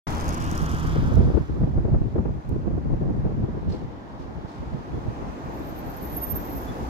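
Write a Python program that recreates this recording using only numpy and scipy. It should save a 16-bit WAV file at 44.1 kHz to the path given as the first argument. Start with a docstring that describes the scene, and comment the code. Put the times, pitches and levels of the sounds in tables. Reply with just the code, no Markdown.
"""A car rolls away from the right towards the front, grit crackling under its tyres, while gusts rumble
and thump on both microphone ports. Its roar fades into the hum of distant traffic, with a few puffs of
compressed air, a metal clink and two bird peeps. Another vehicle draws near on the right and brakes:
its pad rubs one high mode of the disc into a thin, very high squeal."""
import sys
import numpy as np
from scipy import signal
from scipy.fft import rfft, irfft, next_fast_len
from scipy.io import wavfile
from scipy.ndimage import uniform_filter1d, map_coordinates

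SR = 44100
rng = np.random.default_rng(int(sys.argv[2]) if len(sys.argv) > 2 else 0)


def inscribe(sig):
    """Save sig as 16-bit PCM at rate SR to the path in sys.argv[1].

    A 1-D sig is mono; a 2-D sig holds one channel per row.
    Samples are clipped to [-1, 1] before scaling.
    """
    pcm = np.round(np.clip(np.atleast_2d(sig).T, -1, 1) * 32767)
    wavfile.write(sys.argv[1], SR, pcm.astype(np.int16))


N = 303849

# How alike the two ports hear sound from all round. Each row: frequency in Hz, correlation.
PORT_LIKENESS = [(60, 0.94), (300, 0.9), (600, 0.2), (950, -0.15), (1400, -0.78), (1900, 0.26),
                 (2350, 0.029), (2900, -0.12), (4000, -0.049)]
# Tone colours of the noise layers. Each row: frequency in Hz, relative level in dB.
ROAD_AHEAD_SPECTRUM = [(25, -18.5), (60, -14.5), (95, -8.5), (280, 1.5), (420, -8), (900, -6.5),
                       (1400, -14.5), (2500, -26), (4500, -32.5), (6700, -40), (8300, -50.5), (15500, -54)]
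NEARING_SPECTRUM = [(30, -19.5), (62, 10.5), (100, -10), (290, 4.5), (440, -2.5), (850, -2), (1400, -9.5),
                    (2150, -20.5), (2450, -20), (2850, -24.5), (3700, -27), (6600, -32), (8300, -41.5),
                    (15500, -47)]
PUFF_SPECTRUM = [(1200, -8), (2800, 4), (4200, 5), (5400, 1.5), (7500, -7), (9000, -13), (15000, -26)]
GRIT_SPECTRUM = [(2000, -33), (4000, -16), (5000, -1), (6400, 0.5), (7400, -5), (8700, -11.5), (12000, -9),
                 (15500, -21.5)]
TYRE_SPECTRUM = [(60, 13), (200, -3), (290, 3), (420, -11.5), (1000, 1.5), (1300, 2.5), (2000, -12),
                 (3400, -13.5), (3950, -19.5), (5000, -18), (6800, -27.5), (8500, -37), (15500, -36)]
BUFFET_SPECTRUM = [(15, -26), (30, -9), (60, 0.5), (90, -5), (130, -1.5), (250, -13.5), (400, -30),
                   (800, -37.5), (12000, -120)]
TEARING_SPECTRUM = [(80, -28.5), (200, -2), (330, 1), (500, -6.5), (800, -18), (1400, -31.5), (3000, -55.5),
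                    (15000, -93)]
# Fader moves. Each row: time in seconds, level in dB.
ROAD_AHEAD_FADER = [(0, -30), (1.5, -52), (2.3, -53.5), (3.2, -45), (4.2, -42), (5.2, -43), (6.89, -44)]  # the leaving car's roar fading, then distant traffic
NEARING_FADER = [(2.5, -44.5), (4.1, -51.5), (4.7, -43.5), (5.3, -38), (6.2, -36), (6.89, -35)]  # the vehicle that draws near
BREEZE_FADER = [(0.07, -30.5), (.8, -29.5), (1.1, -21.5), (1.3, -22), (1.5, -25), (2.3, -25.5), (2.7, -27),
                (3.05, -24), (3.6, -26.5), (3.85, -36), (3.92, -42), (4.2, -40), (4.7, -34), (5.25, -32),
                (5.6, -38), (6.89, -36)]  # the breeze between the gusts
# Puffs of compressed air. Each row: start in seconds, level in dB, seconds to die away by 60 dB.
AIR_PUFFS = [(3.688, -46.5, 0.2), (3.72, -57, 0.39), (3.78, -64.5, 0.27), (4.19, -56.5, 0.29),
             (4.47, -57.5, 1)]
# Ringing modes of a far metal part. 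Each row: frequency in Hz, level in dB.
CLINK_MODES = [(4200, -49), (5000, -49)]
# Bird peeps. Each row: centre in seconds, pitch in Hz, level in dB, half-width in seconds.
BIRD_PEEPS = [(4.953, 3390, -65, 0.021), (6.693, 3467, -50, 0.013)]
# Thin, dry ticks. Each row: start in seconds, level in dB.
DRY_TICKS = [(2.492, -45.5), (6.581, -44)]
# The hardest bites of the brake pad. Each row: centre in seconds, relative level in dB.
PAD_BITES = [(5.697, -58), (5.797, -49), (5.975, -51), (6.175, -29), (6.232, -26.5), (6.268, -33),
             (6.314, -29), (6.37, -26.5), (6.58, -45)]
# The loudest stones. Each row: start in seconds, relative level in dB, ring pitch in Hz.
STONE_HITS = [(0.152, -38.5, 6030), (0.2105, -34, 4750), (0.2815, -30, 6600), (0.2913, -28.5, 6530),
              (0.307, -35.5, 4800), (0.328, -35.5, 6800), (0.3452, -32, 6860), (0.3776, -37.5, 6750),
              (0.442, -33.5, 5410), (0.5138, -29.5, 6040), (0.5776, -29.5, 5700), (0.6625, -35, 6050),
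              (0.7235, -42, 5890), (0.7863, -39, 6010), (0.869, -39.5, 4900), (1.156, -43, 5630)]
# The leaving car's engine. Each row: multiple of the firing rate, relative level in dB.
ENGINE_ORDERS = [(1, 2), (2, 1.5), (3, -7), (4, -9.5)]
# The leaving car's path. Each lists: value at the start, value far away, settling time in seconds.
CAR_BALANCE_DB = (2.5, -15, 3.5)  # left over right
CAR_LEFT_LAG_MS = (0.51, 0.19, 0.59)  # delay to the left port
GRASS_BOUNCE_MS = (1, 0.41, 0.8)  # delay of the ground reflection
# Lulls as the flow lets go of the ports. Each row: centre in seconds, depth in dB (negative lifts).
WIND_LULLS = [(1.47, 13.5), (1.7, -2), (2.098, 3), (2.426, 31.5), (2.86, 1.5), (3.22, -1.5), (3.539, 5.5),
              (4.529, 24), (4.83, 12), (5.135, 10)]
# Heavy thumps of wind.
# Each row: centre in seconds, level in dB, half-width in seconds, left over right in dB.
WIND_THUMPS = [(0.292, -28, 0.019, -12.5), (0.631, -19.5, 0.0088, -5.5), (0.737, -24.5, 0.013, -12),
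               (0.991, -18.5, 0.013, 0), (1.032, -22.5, 0.014, 7), (1.183, -14, 0.022, -9),
               (1.248, -20.5, 0.021, -0.5), (1.355, -20, 0.014, 11), (1.625, -21, 0.024, -4),
               (1.78, -17, 0.014, -4), (1.854, -19, 0.0085, 6.5), (1.927, -15, 0.012, -3),
               (1.963, -17, 0.014, 0), (2.016, -20, 0.0048, -1), (2.198, -16.5, 0.0083, 2),
               (2.741, -21.5, 0.01, -3), (2.929, -18.5, 0.017, 2), (3.126, -29, 0.027, -8.5),
               (3.428, -24.5, 0.017, 0), (3.691, -21, 0.02, -1.5), (3.844, -28.5, 0.011, 6),
               (4.377, -33, 0.0099, 9), (4.61, -30, 0.015, 1), (4.736, -29, 0.021, -7),
               (4.951, -29, .015, -5), (5.086, -24, 0.0053, -8), (6.333, -27, 0.018, -1)]
# Sharp flaps as the flow tears at a port.
# Each row: centre in seconds, level in dB, left over right in dB.
WIND_FLAPS = [(0.963, -27.5, 11), (1.175, -24, -6), (1.21, -21.5, 3), (1.277, -32, 14), (1.35, -25.5, 13),
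              (1.377, -22.5, 18), (1.57, -31, -3), (1.638, -24.5, 2), (1.782, -26.5, 4), (1.856, -27.5, 10),
              (1.887, -26.5, -4), (1.947, -21.5, 2), (2.161, -23.5, 0), (2.186, -20.5, 0), (2.259, -26, 7),
              (2.677, -25.5, -4), (2.782, -24.5, -5), (2.941, -26.5, 3), (3.039, -30, -8), (3.142, -34, 1),
              (3.254, -26, 1), (3.298, -32, 2), (3.443, -26.5, -1.5), (3.488, -29, 0), (3.575, -30, -3),
              (3.744, -29.5, -1), (4.942, -33, -3)]

GRIT_LEFT_DB = 5  # left over right for the stones under the leaving car
BRAKE_TOUCH_S, BRAKE_PRESS_S, BRAKE_OFF_S = 5.34, 5.83, 6.57  # drags lightly, presses harder, lets off


def amp(db):
    """Decibels to gain."""
    return 10 ** (np.asarray(db) / 20)


def unit(x):
    """Scale to rms 1."""
    return x / np.sqrt(np.mean(x ** 2) + 1e-20)


def clock():
    """The time of every sample, in seconds."""
    return np.arange(N) / SR


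def after(s):
    """Seconds gone since time s, zero before it."""
    return np.maximum(clock() - s, 0)


def along(points, hz):
    """(Hz, value) points read on a log axis."""
    knots_hz, values = np.transpose(points)
    return np.interp(np.log(hz + 1), np.log(knots_hz + 1), values)


def fader(rows):
    """Straight ramps between (seconds, dB) points."""
    return np.interp(clock(), *np.transpose(rows))


def settling(start, end, settle_s):
    """A value that moves quickly at first and then comes to rest."""
    return end + (start - end) * np.exp(-clock() / settle_s)


def swell(s, half_width_s):
    """A bell-shaped envelope round time s."""
    return np.exp(-.5 * np.minimum(((clock() - s) / half_width_s) ** 2, 200))


def wobble(rate):
    """A smooth random curve, rate knots a second."""
    return map_coordinates(rng.standard_normal(int(N * rate / SR) + 4), [np.arange(N) * rate / SR])


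def panned(left_db):
    """Gains that put the left channel left_db above the right."""
    return amp(np.array([np.atleast_1d(left_db), -np.atleast_1d(left_db)]) / 2)


def delayed(x, ms):
    """x heard later by a steady or changing time."""
    return map_coordinates(x, [np.arange(N) - ms * SR / 1000])


def filtered(x, response):
    """x through a filter whose gain is response(hz)."""
    size = next_fast_len(N + 8192)
    return irfft(rfft(x, size) * response(np.fft.rfftfreq(size, 1 / SR)), size)[..., :N]


def noise(spectrum, shape=(2, N)):
    """Coloured noise of rms 1, by default unrelated at the two ports."""
    return unit(filtered(rng.standard_normal(shape), lambda hz: amp(along(spectrum, hz))))


def hiss(centre_hz, width_hz):
    """A band of noise of rms 1, unrelated at the two ports."""
    band = lambda hz: 1 / (1 + ((hz - centre_hz) / width_hz) ** 4)
    return unit(filtered(rng.standard_normal((2, N)), band))


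def diffuse_rush(spectrum, patchy_db):
    """Outdoor noise of rms 1 from all round at two spaced ports, with drifting patches of gain."""
    bins = signal.stft(rng.standard_normal((2, N)), nperseg=512)[2]
    patches = uniform_filter1d(rng.standard_normal(bins.shape[1:]), size=7, axis=0)
    patches = uniform_filter1d(patches, size=20, axis=1)
    pair = signal.istft(bins * amp(patchy_db * unit(patches)), nperseg=512)[1][:, :N]

    def mid_side_gains(hz):
        width = np.arccos(np.clip(along(PORT_LIKENESS, hz), -1, 1)) / 2
        return amp(along(spectrum, hz)) * [np.cos(width), np.sin(width)]

    mid, side = filtered(pair, mid_side_gains)
    return unit(np.array([mid + side, mid - side]))


def road_noise(spectrum, direct_db, lag_ms):
    """An even roar from all round, plus a direct part that reaches the left port later."""
    tyres = noise(spectrum, N)
    diffuse = diffuse_rush(spectrum, patchy_db=1.2)
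    return unit(diffuse + amp(direct_db) * np.array([delayed(tyres, lag_ms), tyres]))


def road_ahead():
    """The leaving car's roar fading ahead, then a steady hum of distant traffic."""
    return amp(fader(ROAD_AHEAD_FADER)) * road_noise(ROAD_AHEAD_SPECTRUM, direct_db=-6, lag_ms=0.16)


def air_puffs(attack_s=0.012, sputter_db=2):
    """Air valves let off short, sputtering hisses."""
    envelope = sum(amp(db - 60 * after(s) / t60) * (1 - np.exp(-after(s) / attack_s))
                   for s, db, t60 in AIR_PUFFS)
    return envelope * amp(sputter_db * wobble(160)) * noise(PUFF_SPECTRUM)


def clink(start_s=3.722, t60=0.08):
    """A short metallic ring, blurred by distance."""
    envelope = (clock() > start_s) * amp(-60 * after(start_s) / t60)
    return envelope * sum(amp(db) * hiss(hz, width_hz=110) for hz, db in CLINK_MODES)


def bird(waver_hz=22, glide_hz_per_s=1100, left_db=-2):
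    """Two short peeps, each a wavering tone that glides up."""
    waver = waver_hz * wobble(150)
    peeps = np.zeros(N)
    for s, hz, db, half_width_s in BIRD_PEEPS:
        pitch = hz + waver + glide_hz_per_s * (clock() - s)
        peeps += amp(db) * swell(s, half_width_s) * np.sin(2 * np.pi * np.cumsum(pitch) / SR)
    return panned(left_db) * peeps


def ticks(t60=0.0082):
    """Tiny clicks with no body."""
    envelope = sum((clock() > s) * amp(db - 60 * after(s) / t60) for s, db in DRY_TICKS)
    return envelope * hiss(centre_hz=10000, width_hz=7900)


def nearing_vehicle(drone_hz=56, width_hz=9, drone_db=-5):
    """Tyres roll in from the right; a low engine drone joins them once the vehicle is close."""
    rolling = road_noise(NEARING_SPECTRUM, direct_db=-7.5, lag_ms=0.436)
    resonance = lambda hz: 1 / (1 + ((hz - drone_hz) / width_hz) ** 2)
    drone = unit(filtered(rng.standard_normal(N), resonance))
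    close = np.interp(clock(), [5.3, 6.0], [0, 1])
    return amp(fader(NEARING_FADER)) * (rolling + close * amp(drone_db) * drone)


def disc_mode(pressed_hz=13140, sag_hz_per_s=280, wander_hz=26, rough_db=4.5, skirt_hz=75, edge_hz=620):
    """One high mode of the brake disc, sagging as the vehicle slows: a rough tone and its noise skirt."""
    pitch = pressed_hz - sag_hz_per_s * (clock() - BRAKE_PRESS_S)
    phase = 2 * np.pi * np.cumsum(pitch + wander_hz * wobble(120)) / SR
    roughness = amp(rough_db * np.array([wobble(78), wobble(70)]))
    tone = unit(roughness * np.array([np.cos(phase), np.sin(phase)]))
    skirt_shape = lambda hz: 1 / np.hypot(1, hz / skirt_hz) / (1 + (hz / edge_hz) ** 4)
    cos_noise, sin_noise = filtered(rng.standard_normal((2, 2, N)), skirt_shape)
    return tone, unit(cos_noise * np.cos(phase) + sin_noise * np.sin(phase))


def brake_squeal(seating_s=0.27, pressing_s=0.27, drag_db=-56.5, full_db=-48, fall_db_per_s=133,
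                 judder_db=4, bite_s=0.01, rub_skirt_db=-1.5, bite_skirt_db=-15, trim_db=-3, left_db=-3):
    """The pad rubs the disc: a hissy, unsteady tone that turns purer and louder where it bites."""
    seated = np.minimum(after(BRAKE_TOUCH_S) / seating_s, 1) ** 2
    pressed = np.minimum(after(BRAKE_PRESS_S) / pressing_s, 1)
    level_db = drag_db + pressed * (full_db - drag_db) - fall_db_per_s * after(BRAKE_OFF_S)
    rubbing = seated * amp(level_db + judder_db * wobble(22))
    biting = sum(amp(db) * swell(s, bite_s) for s, db in PAD_BITES)
    tone, skirt = disc_mode()
    rub = rubbing * (tone * (1 + pressed) / 2 + amp(rub_skirt_db) * skirt)
    bites = biting * (tone + amp(bite_skirt_db) * skirt)
    return amp(trim_db) * panned(left_db) * (rub + bites)


def brake_release(level_db=-64):
    """A fine, high hiss stays on once the brake is let off."""
    return (clock() > BRAKE_OFF_S) * amp(level_db) * hiss(centre_hz=12500, width_hz=2800)


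def grit(snaps_per_s=800, snap_t60=0.0088, leaving_db=-50.5, fades_s=0.71, fade_db_per_s=27.5,
         nearing_db=-60, arrives_s=6.34, rise_db_per_s=13):
    """Small stones snap under both vehicles' tyres; from further off they merge into a hiss."""
    t = np.arange(SR // 40) / SR
    hits = (rng.random(N) < snaps_per_s / SR).astype(float)
    snaps = unit(signal.fftconvolve(hits, amp(-60 * t / snap_t60))[:N])
    merged = 0.52 + 0.36 * snaps
    leaving = panned(GRIT_LEFT_DB) * amp(leaving_db - fade_db_per_s * after(fades_s))
    to_go_s = np.maximum(arrives_s - clock(), 0)
    nearing = panned(left_db=2) * amp(nearing_db - rise_db_per_s * to_go_s)
    return (leaving * snaps + nearing * merged) * noise(GRIT_SPECTRUM)


def stones(crack_db=-1, crack_t60=0.007, ring_db=-10, ring_t60=0.028):
    """Each larger stone cracks and rings briefly at its own pitch."""
    t = np.arange(SR // 25) / SR
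    cracks, rings = np.zeros((2, 2, N))
    for s, db, hz in STONE_HITS:
        start = round(s * SR)
        gain = panned(GRIT_LEFT_DB) * amp(db)
        ring = np.sin(2 * np.pi * (hz * t + rng.random((2, 1))))
        cracks[:, start:start + len(t)] += gain * amp(crack_db - 60 * t / crack_t60)
        rings[:, start:start + len(t)] += gain * amp(ring_db - 60 * t / ring_t60) * ring
    return cracks * noise(GRIT_SPECTRUM) + rings


def engine(firing_hz=80, waver_hz=1.35, rough_db=3):
    """The low orders of a lightly loaded engine, each a little unsteady."""
    phase = 2 * np.pi * np.cumsum(firing_hz + waver_hz * wobble(9.68)) / SR
    return unit(sum(amp(db + rough_db * wobble(22)) * np.sin(order * phase)
                    for order, db in ENGINE_ORDERS))


def leaving_car(alongside_db=-34, leaves_s=0.96, fade_db_per_s=26,
                engine_db=2, scatter_db=-6, bounce_db=-10, grass_hz=3900):
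    """Tyres and engine recede; a dull bounce off the grass adds a hollow colour, rising with distance."""
    tyres = noise(TYRE_SPECTRUM, N)
    grass_lowpass = lambda hz: 1 / (1 + (hz / grass_hz) ** 4)
    bounce = filtered(delayed(tyres, settling(*GRASS_BOUNCE_MS)), grass_lowpass)
    roar = unit(tyres + amp(bounce_db) * bounce) + amp(engine_db) * engine()
    # the left port's lag shrinks as the car swings from the right to the front
    direct = np.array([delayed(roar, settling(*CAR_LEFT_LAG_MS)), roar])
    scattered = amp(scatter_db) * diffuse_rush(TYRE_SPECTRUM, patchy_db=-0.5)
    level_db = alongside_db - fade_db_per_s * after(leaves_s)
    return amp(level_db) * panned(settling(*CAR_BALANCE_DB)) * (direct + scattered)


def eddies(spectrum, envelope, per_s):
    """Small pressure kicks of random size and sign, separate at each port, rounded by the spectrum."""
    kicks = (rng.random((2, N)) < per_s / SR) * rng.uniform(-1, 1, (2, N))
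    colour = lambda hz: amp(along(spectrum, hz))
    return filtered(kicks * envelope, colour) / np.std(filtered(kicks, colour))


def breeze(rumble_db=-1, flutter_db=-10, flutter_slope=0.72, strong_db=-25, lull_s=0.016):
    """Eddies buffet the ports with a low rumble, and a ragged flutter rides on top."""
    # the flow catches and lets go many times a second, partly at both ports together
    lumps_db = 5 * np.tanh(.7 * wobble(44) + .7 * np.array([wobble(40), wobble(40)]))
    lulls_db = sum(depth_db * swell(s, lull_s) for s, depth_db in WIND_LULLS)
    flow_db = fader(BREEZE_FADER) + lumps_db - lulls_db
    ragged = unit(amp(7 * np.tanh(wobble(60))))
    flutter_gain = ragged * amp(strong_db + flutter_db + flutter_slope * (flow_db - strong_db))
    rumble = eddies(BUFFET_SPECTRUM, amp(flow_db + rumble_db), per_s=900)
    return rumble + eddies(TEARING_SPECTRUM, flutter_gain, per_s=450)


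def turbulence(spectrum, even_s):
    """Churning air that keeps a steady strength over even_s, unrelated at the two ports."""
    flow = noise(spectrum)
    power = np.abs(uniform_filter1d(flow ** 2, size=int(even_s * SR) + 1, axis=1))
    return unit(flow / np.sqrt(power + 1e-6))


def gusts(flap_s=0.0058):
    """Wind hits the ports in heavy thumps and tears at them in sharp flaps."""
    thump_gain = sum(panned(left_db) * amp(db) * swell(s, half_width_s)
                     for s, db, half_width_s, left_db in WIND_THUMPS)
    flap_gain = sum(panned(left_db) * amp(db) * swell(s, flap_s) for s, db, left_db in WIND_FLAPS)
    thumps = thump_gain * turbulence(BUFFET_SPECTRUM, even_s=0.023)
    flaps = flap_gain * turbulence(TEARING_SPECTRUM, even_s=0.014)
    return thumps + flaps


def scene():
    """The mix at the two ports, from the wind up close to the distant traffic."""
    foreground = breeze() + gusts() + leaving_car() + grit() + stones() + ticks()
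    traffic = road_ahead() + nearing_vehicle() + brake_squeal() + brake_release()
    return foreground + traffic + air_puffs() + clink() + bird()


def record(dry):
    """The sound opens after a moment, with its highest peaks rounded off and its very top cut away."""
    opens_s, fade_in_s, ceiling, top_hz = 0.068, 0.002, 0.95, 15830
    opened = np.clip((clock() - opens_s) / fade_in_s, 0, 1)
    rounded = dry / (1 + np.abs(dry / ceiling) ** 4) ** (1 / 4)
    return filtered(rounded * opened, lambda hz: hz < top_hz)


dry = scene()
out = record(dry)
inscribe(out)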